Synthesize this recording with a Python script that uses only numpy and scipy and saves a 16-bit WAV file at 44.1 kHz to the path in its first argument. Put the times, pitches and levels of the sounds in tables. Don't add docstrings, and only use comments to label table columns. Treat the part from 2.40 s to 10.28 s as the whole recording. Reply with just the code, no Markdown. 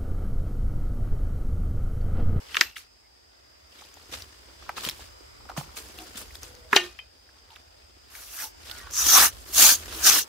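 import sys
import numpy as np
from scipy import signal
from scipy.io import wavfile
from scipy.ndimage import uniform_filter1d

SR = 44100
rng = np.random.default_rng(int(sys.argv[2]) if len(sys.argv) > 2 else 0)


def inscribe(sig):
    pcm = np.round(np.clip(np.atleast_2d(sig).T, -1, 1) * 32767)
    wavfile.write(sys.argv[1], SR, pcm.astype(np.int16))


def linear_from_db(decibels):
    return 10 ** (np.asarray(decibels, float) / 20)


N = 347508

# (frequency [Hz], density [dB per Hz])
FOREST_SPECTRUM = [(110, -29.5), (180, -7), (620, -1.5), (2100, -8.5), (4200, -13.5), (8700, -15),
                   (9300, -24), (15500, -21)]
# (time [s], level [dB])
FOREST_LEVEL = [(0, -64.5), (.3, -75.5), (.6, -75), (1.3, -72), (2.5, -65.5), (4.2, -68), (4.7, -73.5),
                (5.6, -72), (6.2, -67), (7.88, -67)]
# (frequency [Hz], left-right likeness [-1..1])
FOREST_LIKENESS = [(60, 0.68), (240, -0.8), (950, -0.58), (3770, 0.0075), (15000, -0.23)]
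# (centre [Hz], half width [Hz], level [dB rms])
INSECTS = [
    (4950, 300, -61.5),
    (8300, 200, -79),
]
# (frequency [Hz], density [dB per Hz])
RUMBLE_SPECTRUM = [(12, -59.5), (20, -30), (32, -18.5), (54, 5), (72, 6), (96, -5), (140, -8), (180, -35.5)]
# (time [s], level [dB])
RUMBLE_LEVEL = [(0, -62.5), (.26, -56.5), (.37, -69.5), (1.68, -62.5), (1.8, -47), (1.9, -63), (2.2, -58),
                (2.85, -55), (3.15, -55.5), (4.04, -52), (4.85, -63), (6.08, -59.5), (6.3, -53),
                (6.87, -46), (7.03, -50), (7.28, -46.5), (7.7, -49), (7.88, -64)]

# (frequency [Hz], density [dB per Hz])
LITTER_SPECTRUM = [(88, -30.5), (190, 9), (396, 12), (844, -3), (1370, -5), (2230, -9.5), (2980, -7.5),
                   (5870, -9.5), (15500, -18.5)]
# (frequency [Hz], left-right likeness [-1..1])
LITTER_LIKENESS = [(300, 0.94), (1500, 0.13), (9000, 0.088)]
# (time [s], level [dB])
STIRRING = [(0, -56.5), (.3, -74), (.46, -67.5), (.7, -68.5), (1.3, -65), (1.58, -56), (2.24, -60.5),
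            (2.6, -60), (3.0, -69), (3.45, -51), (4.1, -57), (4.24, -59.5), (4.61, -66.5), (4.89, -63),
            (5.48, -64), (6.1, -69), (6.9, -56), (7.88, -66)]
# (middle [s], level [dB rms], rise [s], fall [s], treble [dB])
CRUNCHES = [(0.375, -53.5, 0.0086, 0.015, 6), (1.42, -52, 0.07, 0.045, -10.5),
            (1.749, -36.5, 0.021, 0.013, -12), (1.81, -48.5, 0.041, 0.019, -6.5),
            (2.23, -50.5, 0.013, 0.073, -18.5), (2.38, -35.5, 0.011, 0.026, -13),
            (2.46, -35.5, 0.026, 0.028, -7), (2.63, -48.5, 0.052, 0.03, -8.5),
            (3.179, -36.5, 0.0067, 0.022, -7.5), (3.373, -41.5, 0.0092, 0.02, -2.5),
            (3.61, -47, 0.026, 0.054, -10), (3.783, -40, 0.008, 0.022, -3), (3.762, -46, .015, .02, -9),
            (4.38, -67.5, .01, 0.061, -1.5), (3.95, -55, .004, 0.012, 5),
            (4.034, -47.5, 0.011, 0.033, -6.5), (5.121, -55, 0.0074, 0.043, -15),
            (6.31, -45.5, 0.059, 0.047, -7), (6.389, -52, 0.015, 0.004, 1), (6.97, -57, .06, .2, 1),
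            (7.44, -53, .05, .2, -1), (7.58, -50, .07, .05, 0)]
# (middle [s], level [dB rms], rise [s], fall [s], bass [dB])
SHAKES = [
    (.215, -35, 0.064, 0.027, -19.5),
    (.14, -50, .07, .05, -22.5),
    (.385, -43, 0.017, 0.018, -32.5),
    (2.47, -58, 0.27, 0.015, -1.5),
    (3.18, -64, 0.14, 0.046, 5),
    (4.37, -34, 0.033, 0.043, -15),
    (5.75, -58, 0.097, .06, -13),
    (6.38, -51, 0.11, 0.52, -8.5),
    (7.57, -42.5, 0.13, 0.088, -7.5),
]

# (start [s], length [s], pitch [Hz], level [dB rms])
CREAKS = [(.085, .06, 2700, -53), (.22, .08, 2700, -49), (.29, .06, 2750, -58), (.62, .06, 2100, -68),
          (4.05, .25, 490, -59), (4.2, .12, 635, -62), (3.58, .07, 740, -51), (6.3, .1, 1450, -51),
          (6.37, .08, 1900, -52), (6.43, .08, 1500, -51), (6.4, .1, 1150, -54), (6.0, .08, 880, -49),
          (7.07, .05, 370, -51), (3.57, .09, 320, -51), (5.095, .05, 900, -56), (7.53, .08, 330, -48),
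          (7.73, .07, 290, -47)]
# (time [s], peak [dB], ring [Hz], treble [dB], crack length [s])
CRACKS = [(.1452, -19, 2500, -34, .016), (.1445, -23, 4000, -34, .012), (.1533, -20, 1600, -32, .012),
          (.1682, -9, 2700, -34, .014), (.1678, -16, 5200, -36, .012), (.1685, -13, 1500, -40, .014),
          (.175, -22, 2800, -30, .03), (.2185, -19, 1900, -40, .012), (.236, -26, 2700, -28, .015),
          (.2113, -6, 1750, -40, .022), (.2101, -1, 4400, -32, .016), (.2101, -9, 5800, -38, .012),
          (.215, -18, 5000, -34, .06), (.2112, -11, 2700, -40, .025), (.2115, -15, 1300, -45, .014),
          (2.293, -27, 1700, -38, .016), (2.2945, -25, 800, -45, .022), (4.329, -9, 1200, -42, .012),
          (4.329, -12, 2200, -30, .008), (4.33, -25, 3300, -26, .06), (4.3315, -9, 1800, -44, .008),
          (4.3335, -11, 1500, -44, .01), (4.336, -17, 1400, -38, .03), (4.347, -20, 1500, -30, .04),
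          (4.3625, -2, 3100, -38, .03), (4.3585, -18, 2600, -28, .03), (4.3585, -24, 11500, -40, .07),
          (4.359, -17, 5500, -28, .03), (4.349, -24, 3600, -26, .04), (4.362, -24, 12000, -40, .05),
          (4.342, -38, 11000, -40, .1), (4.345, -36, 15000, -50, .15), (4.372, -28, 3200, -60, .36),
          (4.372, -15, 3000, -40, .02), (4.368, -19, 5200, -45, .07), (4.331, -29, 6000, -26, .14),
          (4.362, -12, 850, -45, .03), (4.363, -9, 5300, -45, .03), (4.369, -11, 1900, -45, .025),
          (4.59, -42, 1050, -40, .03)]
# (time [s], peak [dB], ring [Hz], left-right [dB])
BRITTLE = [(.1535, -27, 2800, 0), (.146, -26, 1500, 0), (1.541, -33.5, 5540, 6), (1.74, -39, 3820, 8),
           (2.442, -27, 1400, 0), (2.4503, -18, 3600, 3), (2.488, -16.5, 3050, 1), (2.4885, -22, 6500, 2.5),
           (2.4965, -17, 4500, -0.5), (2.511, -30, 3980, 0), (3.369, -33, 5470, 4),
           (3.369, -32.5, 2370, 5.5), (3.587, -29, 3200, 1), (3.777, -25, 7800, 1), (3.946, -40.5, 3005, 2),
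           (3.9545, -30, 3950, 2), (3.8805, -42, 5160, 0.5), (3.9074, -41, 2300, 0.5),
           (6.297, -34, 3220, -6), (2.566, -45, 2940, 0.5), (.372, -36, 4500, 0), (4.032, -23, 5600, 0),
           (4.151, -39.5, 5040, 5), (5.752, -30.5, 1900, 4), (5.989, -27.5, 1610, 2),
           (6.313, -25, 3600, -5), (4.08, -39.5, 7000, 2)]
# (time [s], peak [dB], ring [Hz], left-right [dB])
DAMP = [(.359, -36.5, 2640, -0.5), (0.364, -28, 2520, -1), (.367, -29.5, 1720, -2), (.369, -30, 3270, 2),
        (.379, -36, 2400, 2), (1.439, -40, 3500, 5.5), (1.821, -30, 4440, 1), (2.292, -21, 1050, -1),
        (2.38, -24, 1130, 0.5), (3.053, -42, 950, -1), (3.090, -35, 1320, -6), (3.096, -31, 900, -1),
        (3.100, -32, 1120, 3.5), (3.116, -37, 990, -6), (3.165, -32.5, 990, -6), (3.173, -26, 1100, -4),
        (3.184, -32, 900, -4), (3.091, -36, 1900, 0), (3.176, -33, 600, -5), (3.174, -32, 1700, -3),
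        (3.097, -41, 600, 0), (3.210, -30.5, 850, -12), (3.243, -43, 1010, 1.5), (3.291, -42, 1080, 0),
        (3.669, -42, 1430, -0.5), (3.746, -41, 1430, 1), (2.264, -44, 1260, 2), (2.223, -43, 990, 3),
        (2.592, -42, 740, 1), (3.006, -46, 1060, 0), (2.473, -33, 1500, 0), (2.372, -33, 1000, 0),
        (6.35, -40, 1500, -3), (6.4, -40, 1800, -3), (2.806, -47.5, 325, -15.5), (5.94, -42, 1390, 0),
        (4.588, -34.5, 2480, 13), (5.105, -38.5, 2980, -3), (1.57, -42, 800, 4), (5.16, -34.5, 2840, -4),
        (5.165, -39.5, 1400, -2), (4.112, -51, 1200, 0.5), (6.43, -42, 1500, 0), (6.47, -37, 1200, -4),
        (1.42, -41, 1000, 2), (4.89, -47, 1570, 5.5)]
# (time [s], peak [dB], ring [Hz], left-right [dB])
SLIPS = [(6.5096, -30, 6230, -2.5), (6.511, -38, 12000, -2), (6.526, -33, 5830, -1),
         (6.537, -19, 6140, 0.5), (6.542, -22.5, 5760, -4), (6.5545, -20.5, 6100, -3.5),
         (6.563, -19, 5810, -3), (6.5674, -17, 5910, 1.5), (6.5756, -18, 5760, -3.5),
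         (6.5895, -38, 6630, -2), (6.5884, -22, 6390, -3.5), (6.6114, -38, 5740, 5),
         (6.6404, -27, 6150, -2), (6.6664, -10.5, 6300, 1), (6.7008, -20, 5840, 2), (6.7512, -7, 5590, 3.5),
         (7.0888, -39, 4240, 0.5), (7.1129, -45, 7050, 0), (7.137, -26, 6900, 2), (7.147, -20, 7080, 2),
         (7.1754, -16.5, 6810, 2.0), (7.3854, -34.5, 8700, 0.5), (7.5474, -29, 4240, -3),
         (7.552, -31, 5500, 0), (7.6311, -22, 5420, 1), (7.64, -19, 5810, 1), (7.6974, -8, 6000, 4.5),
         (7.7264, -12.5, 4480, 2.5)]

# (time [s], pitch [Hz], level [dB], t60 [s])
EDGE_RINGS = [
    (.2105, 14100, -35, .2),
    (.2105, 14160, -44, .25),
    (.212, 1760, -19, .05),
]
# (time [s], peak [dB], pitch [Hz], t60 [s])
THUMPS = [
    (0.211, -27, 332, 0.033),
    (4.329, -23, 223, 0.041),
    (2.465, -34.5, 130, 0.086),
    (3.18, -22.5, 131, 0.083),
    (3.754, -39.5, 194, 0.049),
    (4.333, -23, 400, 0.12),
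    (4.361, -13.5, 390, 0.046),
]
# (frequency [Hz], level [dB], t60 [s])
BLADE_MODES = [(689, -8, .12), (1206, -14, .25), (1459, -6, .14), (1825, -3, .2), (2030, -14, .17),
               (2239, -10, .17), (2490, -15, .36), (2821, 2, .16), (3090, 0, .11), (3880, -12, .25),
               (4716, -9, .11), (5712, -19, .2), (5997, -12, .11), (3200, -17, .3)]
# (frequency [Hz], level [dB], t60 [s])
TOUCH_MODES = [(2046, -16, 0.15), (2283, -15, 0.12), (2503, -8, 0.18), (3101, 0, 0.1), (3171, -9, 0.13)]
# (time [s], level [dB], longest t60 [s])
BLADE_HITS = [
    (4.364, -20.5, .45),
    (4.59, -37.5, .19),
]
# (time [s], pitch [Hz], level [dB], t60 [s], gripped after [s], grip time [s])
HANDLE = (4.366, 356, -33, .6, .12, .007)

# (time [s], force [dB], tightness of curl [0..1])
PULLS = [
    [(5.7, -60, .1), (5.76, -48, 0), (5.894, -48, 0.7), (6.04, -34.5, 0.4), (6.075, -46, 0.9),
     (6.12, -66, .35)],
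    [(6.5, -58, 0.6), (6.54, -40, 1), (6.594, -28, .9), (6.634, -28.5, 0.7), (6.742, -17.5, 0.65),
     (6.776, -16, .1), (6.856, -19.5, 0.2), (6.884, -31, 0.3), (6.915, -56, 0.47)],
    [(7.07, -52, .1), (7.126, -43, .3), (7.142, -30.5, .5), (7.18, -19.5, 0.5), (7.225, -14.3, 0.42),
     (7.31, -17, 0.4), (7.354, -28.5, 0.89), (7.368, -41, 0.45), (7.45, -56, 0.4)],
    [(7.51, -47.5, 0.2), (7.618, -37, .15), (7.644, -22, 1), (7.67, -14, 0.5), (7.699, -15.5, 0.6),
     (7.702, -20.5, 0.4), (7.79, -22.5, 0.4), (7.83, -35, 0.9), (7.855, -60, .35)],
]
# (frequency [Hz], width [Hz], share)
CURLS = [
    [(6000, 620, 0.99), (4430, 190, 0.17), (1500, 500, 0.1)],
    [(6130, 970, 2.4), (4400, 160, 0.11), (1200, 450, 1.0)],
    [(6600, 710, 2), (4400, 300, 1.3), (1900, 680, -1)],
    [(6000, 1000, 1.7), (4500, 500, .6), (11000, 4000, -0.61)],
]
# (frequency [Hz], density [dB per Hz])
TEAR_SPECTRUM = [(120, -67), (200, -62), (278, -10.5), (462, -33), (702, -10), (923, -12), (1210, -6.5),
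                 (1710, -8), (2060, -12.5), (3000, -9.5), (4200, -10.5), (6020, -8.5), (7620, -10),
                 (12700, -4.5), (15500, -8)]
# (frequency [Hz], left-right likeness [-1..1])
TEAR_LIKENESS = [(60, 0.72), (180, 0.58), (550, 0.18), (1650, 0.77), (4970, 0.15), (15000, 0.0077)]
# (frequency [Hz], left lead [rad])
TEAR_PHASE = [(1, -0.66)]

# (frequency [Hz], t60 [s])
TRUNKS_T60 = [(200, 0.28), (1000, 0.19), (4000, 0.12), (12000, 0.11)]

SNAP_LEAD_S = .008


def evened(x):
    return x / np.sqrt(np.mean(x ** 2) + 1e-20)


def read(points, hz):
    f, value = np.transpose(points)
    return np.interp(np.log(hz + 1), np.log(f + 1), value)


def curves(rows, t):
    s, *columns = np.transpose(rows)
    return [np.interp(t, s, c) for c in columns]


def add(mix, s, sound):
    part = mix[..., round(s * SR):][..., :sound.shape[-1]]
    part += sound[..., :part.shape[-1]]


def band(x, lo_hz, hi_hz):
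    sos = signal.butter(2, [lo_hz, min(hi_hz, .45 * SR)], "band", fs=SR, output="sos")
    return signal.sosfilt(sos, x)


def crackle(per_s, spread_db, hiss):
    size = linear_from_db(spread_db * np.minimum(rng.exponential(1, (2, N)), 4.))
    clicks = size * (rng.random((2, N)) < per_s / SR) * rng.choice([-1., 1.], (2, N))
    return evened(clicks) + hiss * rng.standard_normal((2, N))


def paired(streams, colour_db, likeness, phase, size):
    hz, t, (a, b) = signal.stft(streams, SR, nperseg=size)
    like = np.clip(read(likeness, hz), -1, 1)[:, None]
    right = like * a + np.sqrt(1 - like ** 2) * b
    right = right * np.exp(-1j * read(phase, hz))[:, None]
    coloured = np.array([a, right]) * linear_from_db(colour_db(hz[:, None], t))
    return signal.istft(coloured, SR, nperseg=size)[1][:, :N]


def unit(spectrum, hz, lo_hz, hi_hz):
    level_db = read(spectrum, hz)
    inside = (hz > lo_hz) * (hz < hi_hz)
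    return level_db - 10 * np.log10(np.mean(linear_from_db(2 * level_db) * inside))


def patches(hz, t, wide, long):
    field = rng.standard_normal((len(t), len(hz)))
    field = uniform_filter1d(field, max(int(long), 1), 0)
    return evened(uniform_filter1d(field, max(int(wide), 1), 1)).T


def three_way(spectrum, hz, mid_hz, bass_db, mid_db, treble_db):
    low = 1 / (1 + (hz / mid_hz[0]) ** 4)
    high = 1 / (1 + (mid_hz[1] / (hz + 1)) ** 8)
    bass = unit(spectrum, hz, 200, mid_hz[0]) + bass_db
    mid = unit(spectrum, hz, *mid_hz) + mid_db
    treble = unit(spectrum, hz, 9000, 15000) + treble_db
    return low * bass + (1 - low - high) * mid + high * treble


def swells(rows, t):
    s, db, rise, fall, share_db = np.transpose(rows)[:, :, None]
    sharpness = np.where(t < s, 2, 1.17)
    swell = np.exp(-abs((t - s) / np.where(t < s, rise, fall)) ** sharpness) * linear_from_db(2 * db)
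    return swell.sum(0), (swell * linear_from_db(2 * share_db)).sum(0)


def pulling(t):
    return [(t > pull[0][0]) & (t < pull[-1][0]) for pull in PULLS]


def strip_force(t):
    force_db, tight = curves(np.vstack(PULLS), t)
    return force_db - 80 * ~np.any(pulling(t), 0), tight


def ringing(hz, db, t60, rise, sag=0):
    t = np.arange(SR // 2) / SR
    pitch_hz = hz * (1 + sag * linear_from_db(-60 * t / t60) * (hz < 250))
    turns = np.cumsum(pitch_hz) / SR + rng.random()
    return linear_from_db(db - 60 * t / t60) * np.sin(2 * np.pi * turns) * (1 - np.exp(-t / rise))


def forest():
    still_db, insects_follow = -72.5, 0.39

    def colour(hz, t):
        air_db = curves(FOREST_LEVEL, t)[0]
        leaves = linear_from_db(2 * (unit(FOREST_SPECTRUM, hz, 5800, 7280) + air_db))
        chorus = sum(linear_from_db(2 * db) * SR / (4 * w) / (1 + ((hz - f) / w) ** 6) for f, w, db in INSECTS)
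        spots = patches(hz, t, 5.6, 26)
        chorus = chorus * linear_from_db(2 * (insects_follow * (air_db - still_db) + 0.8 * spots))
        return 10 * np.log10(leaves * linear_from_db(2 * 2.2 * spots) + chorus)

    return paired(rng.standard_normal((2, N)), colour, FOREST_LIKENESS, [(1, 0.02)], size=1024)


def rumble():
    def colour(hz, t):
        return unit(RUMBLE_SPECTRUM, hz, 35, 100) - 60 * (hz > 125) + .7 * patches(hz, t, 30, 3)

    low = paired(rng.standard_normal((2, N)), colour, [(1, 0.84)], [(1, 0.0044)], size=4096)
    gusts_db = curves(RUMBLE_LEVEL, np.arange(N) / SR)[0]
    return low * linear_from_db(gusts_db + [[-.8], [.8]])


def rustle():
    stir_mid_db, crunch_bass_db, shake_treble_db = -54, -12, -13.5
    strip_body_db = -26

    def colour(hz, t):
        stir_db = curves(STIRRING, t)[0] - stir_mid_db
        crush, crush_treble = swells(CRUNCHES, t)
        shake, shake_bass = swells(SHAKES, t)
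        bass = linear_from_db(2 * (stir_mid_db - 7 + 0.98 * stir_db))
        bass = bass + linear_from_db(2 * crunch_bass_db) * crush + shake_bass
        bass = bass + linear_from_db(2 * (strip_force(t)[0] + strip_body_db))
        mid = linear_from_db(2 * (stir_mid_db + stir_db)) + crush + shake
        treble = linear_from_db(2 * (stir_mid_db - 8 + 1.6 * stir_db))
        treble = treble + crush_treble + linear_from_db(2 * shake_treble_db) * shake
        levels_db = 10 * np.log10([bass, mid, treble])
        flicker_db = 2.4 * patches(hz, t, 70, 2) + 2.0 * patches(hz, t, 3, 6)
        return three_way(LITTER_SPECTRUM, hz, (900, 6500), *levels_db) + flicker_db - 0.5

    return paired(evened(crackle(1100, 1.8, 1.5)), colour, LITTER_LIKENESS, [(1, 0.0043)], size=256)


def creak(length, hz, db):
    width, sag = .07, .03
    t = np.arange(0, length, 1 / SR)
    a, b = rng.standard_normal((2, SR // 2))[:, :len(t)]
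    r = np.exp(-np.pi * width * hz / SR)
    wobble = 0.6 + signal.lfilter([1 - r], [1, -r], a + 1j * b) / np.sqrt(1 - r)
    turns = np.cumsum(hz * (1 - sag * (t / length - .5))) / SR
    groan = evened((wobble * np.exp(2j * np.pi * turns)).real)
    return linear_from_db(db) * np.sin(np.pi * t / length) ** .5 * groan


def snap(peak_db, ring_hz, treble_db, length, pan_db):
    loose = .8
    first_break = 6.0
    t = np.arange(int(.2 * SR)) / SR - SNAP_LEAD_S
    a, b, c, gaps = rng.standard_normal((4, len(t)))
    spurts = linear_from_db(3.0 * evened(uniform_filter1d(gaps, size=30)))
    before = linear_from_db(-25 + 60 * t / .025) * signal.windows.tukey(len(t), .02)
    after_s = np.maximum(t, 0)
    after = linear_from_db(-60 * after_s / max(length, .004)) + linear_from_db(-31 - 60 * after_s / .2)
    drive = np.array([a + loose * b, a + loose * c]) * spurts * np.where(t < 0, before, after)
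    drive = drive + first_break * signal.unit_impulse(len(t), round(SNAP_LEAD_S * SR))
    ring = band(drive, ring_hz / 1.35, ring_hz * 1.35)
    ring = evened(band(ring, ring_hz / 1.5, ring_hz * 1.5))
    wide = evened(band(drive, 1000, 7000))
    splinter = band(drive, 7000, 14500)
    body = ring + min(linear_from_db(treble_db + 18), 1.5) * wide
    sound = body / abs(body.mean(0)).max()
    sound = sound + linear_from_db(treble_db + 18.5) * splinter / abs(splinter).max()
    return linear_from_db(peak_db + np.array([[pan_db / 2], [-pan_db / 2]])) * sound


def snaps(near):
    for s, *row in CRACKS:
        add(near, s - SNAP_LEAD_S, snap(*row, pan_db=0))
    kinds = ((BRITTLE, -21, .017), (DAMP, -30, .022), (SLIPS, -27.5, 0.011))
    for rows, treble_db, length in kinds:
        for s, db, hz, pan_db in rows:
            add(near, s - SNAP_LEAD_S, snap(db, hz, treble_db, length, pan_db))


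def trees(x):
    taps = np.zeros((2, SR // 2))
    at = np.arange(300, SR // 2 - 20, 20)
    at = at + rng.integers(0, 20, (2, len(at)))
    np.put_along_axis(taps, at, rng.choice([-1., 1.], at.shape), 1)
    hz, t, z = signal.stft(taps, SR, nperseg=256)
    decay = linear_from_db(-60 * t / read(TRUNKS_T60, hz)[:, None])
    tail = signal.istft(z * decay, SR, nperseg=256)[1]
    return signal.fftconvolve(x, tail / np.linalg.norm(tail[0]), axes=1)[:, :N]


def edge_rings(near):
    for s, *mode in EDGE_RINGS:
        add(near, s, ringing(*mode, rise=.001))


def thumps(near):
    for s, db, hz, t60 in THUMPS:
        add(near, s, ringing(hz, db, t60, rise=0.00058, sag=.35))


def beating(hz):
    twin_share, twin_gap = .55, .013
    return 1 + twin_share * np.sin(2 * np.pi * twin_gap * hz * np.arange(SR // 2) / SR)


def blade_hits(near):
    for (s, hit_db, longest), modes in zip(BLADE_HITS, (BLADE_MODES, TOUCH_MODES)):
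        steel = sum(beating(hz) * ringing(hz, db, min(t60, longest), 0.0002) for hz, db, t60 in modes)
        add(near, s, linear_from_db(hit_db) * steel)


def handle(hz, db, t60, gripped, grip):
    ring = ringing(hz, db, t60, rise=0.00265)
    return ring / (1 + np.exp((np.arange(len(ring)) / SR - gripped) / grip))


def tear():
    def colour(hz, t):
        tight = strip_force(t)[1]
        hollow_db = -2 - 15 * tight
        fizz_db = -0.1 - 2 * tight
        curl = 0
        for rings, active in zip(CURLS, pulling(t)):
            curl = curl + active * sum(share * np.exp(-((hz - f) / w) ** 2) for f, w, share in rings)
        curl_db = 6 * tight * curl
        flicker_db = 1.2 * patches(hz, t, 90, 1) + 2.0 * patches(hz, t, 2, 12) + 1.4 * patches(hz, t, 8, 3)
        body_db = three_way(TEAR_SPECTRUM, hz, (2600, 8500), hollow_db, -0.58, fizz_db)
        return body_db + curl_db + flicker_db - .8

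    fibres = paired(evened(crackle(6000, 1.2, .7)), colour, TEAR_LIKENESS, TEAR_PHASE, size=512)
    return fibres * linear_from_db(strip_force(np.arange(N) / SR)[0])


def scene():
    near = np.zeros((2, N))
    for s, *row in CREAKS:
        add(near, s, creak(*row))
    snaps(near)
    edge_rings(near)
    thumps(near)
    blade_hits(near)
    add(near, HANDLE[0], handle(*HANDLE[1:]))
    return near + linear_from_db(-19) * trees(near) + tear() + rustle() + forest() + rumble()


def low_pass(x):
    return signal.sosfilt(signal.butter(12, 15800, fs=SR, output="sos"), x)


def record(dry):
    lowpass = signal.firwin(511, 15760, window=("kaiser", 9), fs=SR)
    limited = signal.oaconvolve(dry, lowpass[None], "same")
    return low_pass(np.clip(limited, -1, 1))


dry = scene()
out = record(dry)
inscribe(out)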